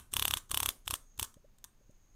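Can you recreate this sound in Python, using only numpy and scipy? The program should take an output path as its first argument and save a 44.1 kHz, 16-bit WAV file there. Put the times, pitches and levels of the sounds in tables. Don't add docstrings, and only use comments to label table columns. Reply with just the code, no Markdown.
import sys
import numpy as np
from scipy import signal
from scipy.fft import rfft, irfft
from scipy.io import wavfile

SR = 44100
rng = np.random.default_rng(int(sys.argv[2]) if len(sys.argv) > 2 else 0)


def inscribe(sig):
    pcm = np.round(np.clip(np.atleast_2d(sig).T, -1, 1) * 32767)
    wavfile.write(sys.argv[1], SR, pcm.astype(np.int16))


N = 94815

# (snap time [s], snap trim [dB], kick trim [dB], air push trim [dB])
WING_BEATS = [(-.018, -8, -11.5, 9), (.1374, -1, -13, -7), (0.1667, 1, 0.5, -0.5),
              (0.1954, 0.5, -3.5, -1.5), (0.224, 1, 0.5, 0.5), (0.2527, 1.5, 1.5, -3),
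              (0.2797, 1.5, -1.5, -4), (0.3092, 0.5, -0.5, 0), (0.3379, 1.5, -1, -1),
              (0.3709, -3.5, -8.5, -3), (0.5143, -0.5, -4.5, -6), (0.5444, 0, -1.5, 0),
              (0.5734, 1, 0, -1.5), (0.6022, -0.5, -3.5, -7.5), (0.6304, 2, -2.5, 1), (0.6595, 1.5, -1, -3),
              (0.6891, -0.5, -1.5, -2.5), (0.878, -5, -3.5, -6.5), (0.9082, 1, -11, -2),
              (0.9392, -3, -3, -1), (1.1958, -1, -5.5, -5.5), (1.2279, -1.5, -8, 2)]
CLICK_RISE_S = .00024


def wing_snaps(t):
    # (frequency [Hz], level [dB], t60 [s])
    modes = [(1128, 0, 0.0054), (1590, -1.5, 0.0035), (3021, 1.5, .0055), (3374, 1.5, 0.007),
             (4494, -8.5, 0.0076), (5780, -6.5, 0.0037), (6380, -3, 0.0056), (8320, -4.5, 0.0064),
             (8676, 3.5, .008), (10055, 0.5, .007), (10760, 1.5, 0.009), (11630, 5, 0.0061),
             (12900, 2, 0.0083), (15000, -3.5, 0.0066)]
    # (frequency [Hz], relative density [dB])
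    crackle_tone = [(300, -13), (1100, -6), (2800, -8), (4200, -1.5), (6000, 1.5), (9000, -5.5),
                    (13000, -5.5), (15500, -0.5)]
    mode_rise_s, detune, kick_s = .00034, .0062, .00007
    age = np.arange(SR // 25) / SR
    from_snap = age - .002
    hz, db, t60 = np.transpose(modes)[:, :, None]
    envelopes = amp(db) * np.exp(-np.log(1000) * age / t60) * (1 - np.exp(-age / mode_rise_s))
    out = np.zeros((2, len(t)))
    for when, snap_db, kick_db, _ in WING_BEATS:
        tuning = hz * (1 + detune * rng.standard_normal(hz.shape))
        membrane = (envelopes * np.sin(2 * np.pi * tuning * age)).sum(0)
        kick = amp(kick_db - 12) * from_snap / kick_s * bell(from_snap, kick_s)
        clicks = grains(age) * burst(from_snap, CLICK_RISE_S, fall_s=.0024)
        spray = amp(snap_db - 21) * colour(clicks, crackle_tone)
        ring = excite(membrane, kick + spray)
        start = np.searchsorted(t, when + from_snap[0])
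        out[:, start:start + len(age)] += [ring, spray]
    return out


def wing_swish(t):
    # (frequency [Hz], relative density [dB])
    swish_tone = [(120, 7), (350, 2.5), (700, -7.5), (1200, 5.5), (2100, -8), (3300, 5.5), (4800, -5),
                  (8600, 4), (9500, 1.5), (12000, 2.5), (15500, -6)]
    flick_lead_s, back_lag_s = .00577, .015
    power = np.zeros(len(t))
    for when, snap_db, _, push_db in WING_BEATS:
        flick = amp(snap_db - 41) * burst(t - when + flick_lead_s, CLICK_RISE_S, fall_s=.011)
        back_stroke = amp(push_db - 46) * bell(t - when - back_lag_s, width=.0019)
        power += flick ** 2 + back_stroke ** 2
    return colour(grains(t) * np.sqrt(power), swish_tone)


def air_flutter(t):
    push_lead_s, push_width_s, skew = .0076, .0032, .22
    turn_lead_s, flap_width_s = .006, .0017
    out = np.zeros(len(t))
    for when, _, _, push_db in WING_BEATS:
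        stroke = (t - when + push_lead_s) / push_width_s
        out += amp(push_db - 38) * (1 + skew * stroke) * (1 - stroke ** 2) * bell(stroke, 1)
        from_turn = t - when + turn_lead_s
        flap_hz = rng.uniform(295.8, 306)
        out -= amp(push_db - 48) * np.sin(2 * np.pi * flap_hz * from_turn) * bell(from_turn, flap_width_s)
    return signal.sosfilt(signal.butter(1, 22, "high", fs=SR, output="sos"), out)


def wing_rustle(t):
    # (start [s], length [s], level [dB])
    rustles = [(.117, 0.009, -56), (0.373, 0.012, -43.5), (0.39, 0.021, -63), (0.495, 0.0054, -51),
               (0.694, 0.016, -45), (.857, 0.0097, -59), (0.949, 0.011, -42.5), (1.177, 0.0039, -53),
               (1.213, 0.0019, -40), (1.244, 0.0075, -43)]
    # (time [s], level [dB])
    ticks = [(1.342, -56), (1.585, -57.5), (1.6417, -37.5), (1.646, -44), (1.91, -65)]
    # (frequency [Hz], relative density [dB])
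    rub_tone = [(200, -18), (600, -13.5), (1050, 2.5), (1750, 0), (2200, -12), (3400, 4), (4800, -4),
                (6200, 4.5), (8600, 5), (9400, -1), (12500, 0), (15500, -7)]
    tick_fall_s = .0022
    rubbing = sum(amp(db) * bell(t - start - length / 2, length / 2.1) for start, length, db in rustles)
    ticking = sum(amp(db) * (t >= when) * np.exp(-abs(t - when) / tick_fall_s) for when, db in ticks)
    return colour(grains(t) * (rubbing + ticking), rub_tone)


def finger_bumps(t):
    # (time [s], thud level [dB], ring level [dB])
    bumps = [(1.368, -47, -60.5), (1.444, -74, -56.5), (1.809, -60, -68.5), (1.896, -47.5, -62.5)]
    low_hz, top_hz, glide_s, ring_s = 395, 609, .0035, .0049
    out = np.zeros(len(t))
    for when, thud_db, ring_db in bumps:
        age = t - when
        hz = top_hz + (low_hz - top_hz) * np.exp(-np.maximum(age, 0) / glide_s)
        out += amp(thud_db) * bell(age, width=.00078)
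        out += amp(ring_db) * bell(age - ring_s, ring_s) * np.sin(2 * np.pi * np.cumsum(hz) / SR)
    return out


def room(send):
    # (frequency [Hz], t60 [s])
    decay_times = [(200, 0.37), (1200, 0.25), (4000, 0.22), (9000, .27), (15000, 0.22)]
    # (frequency [Hz], relative level [dB])
    tail_tone = [(200, 8), (700, 6), (1250, 9.5), (2100, 3.5), (2900, 3.5), (3500, 3), (4700, -3),
                 (6300, -2), (7500, 1), (8500, 4), (9500, 4.5), (15000, -1.5)]
    build_up_s = .0074
    hz, age, bands = signal.stft(rng.standard_normal(SR // 2), SR, nperseg=256)
    decay = np.exp(-np.log(1000) * age / curve_at(decay_times, hz)[:, None])
    _, tail = signal.istft(bands * decay, SR, nperseg=256)
    fade_in = np.minimum(np.arange(len(tail)) / SR / build_up_s, 1)
    return excite(colour(tail * fade_in, tail_tone), send)


def background(t):
    # (frequency [Hz], relative density [dB])
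    bed_tone = [(12, -7.5), (28, 2.5), (45, -16), (90, -17.5), (160, -22), (300, -27.5), (600, -35),
                (1200, -37.5), (3000, -43), (6000, -45.5), (10000, -50.5), (15000, -47)]
    # (time [s], level [dB])
    thin_swell = [(0, -88.5), (.45, -81), (.8, -81), (1.0, -77), (1.1, -73.5), (1.3, -75), (1.45, -85),
                  (1.7, -87.5), (1.9, -78), (2.15, -77.5)]
    thin_hz, half_width_hz = 6520, 230
    hz = np.fft.rfftfreq(len(t), 1 / SR)
    bed_noise, thin_noise = rfft(rng.standard_normal((2, len(t))))
    bed = unit(irfft(bed_noise * amp(curve_at(bed_tone, hz)), len(t)))
    thin = unit(irfft(thin_noise / (1 + ((hz - thin_hz) / half_width_hz) ** 2), len(t)))
    thin_db = np.interp(t, *np.transpose(thin_swell))
    return amp(-61.5) * bed + amp(thin_db) * thin


def amp(db):
    return 10 ** (np.asarray(db) / 20)


def unit(x):
    return x / np.sqrt(np.mean(x ** 2) + 1e-20)


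def curve_at(points, hz):
    knots_hz, values = np.transpose(points)
    return np.interp(np.log(hz + 1), np.log(knots_hz + 1), values)


def excite(response, x):
    return signal.fftconvolve(x, response / np.linalg.norm(response))[:len(x)]


def colour(x, tone):
    log_gain = np.log(amp(curve_at(tone, abs(np.fft.fftfreq(4096, 1 / SR)))))
    spectrum = np.exp(np.conj(signal.hilbert(log_gain)))
    return excite(np.fft.ifft(spectrum).real, x)


def grains(t, roughness=.49):
    noise, size = rng.standard_normal((2, len(t)))
    return unit(noise * np.exp(roughness * np.clip(size, -2, 2)))


def burst(t, rise_s, fall_s):
    return np.exp(np.where(t < 0, t / rise_s, -t / fall_s).clip(-60, 0))


def bell(t, width):
    return np.exp(-.5 * np.minimum((t / width) ** 2, 100))


def scene():
    pre_roll_s = .1
    direct_spray_db, flutter_send_db, room_db = -8.5, -12, -15
    t = np.arange(-round(pre_roll_s * SR), N) / SR
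    ring, spray = wing_snaps(t)
    rubbing = wing_swish(t) + wing_rustle(t)
    flutter = air_flutter(t)
    wings = ring + amp(direct_spray_db) * spray + rubbing + flutter
    reverb = amp(room_db) * room(spray + rubbing + amp(flutter_send_db) * flutter)
    return (wings + finger_bumps(t) + reverb + background(t))[None, -N:]


def record(dry):
    cutoff_hz = 15600
    taps = signal.firwin(121, cutoff_hz, window=("kaiser", 8), fs=SR)
    return signal.oaconvolve(dry, taps[None], "same")


dry = scene()
out = record(dry)
inscribe(out)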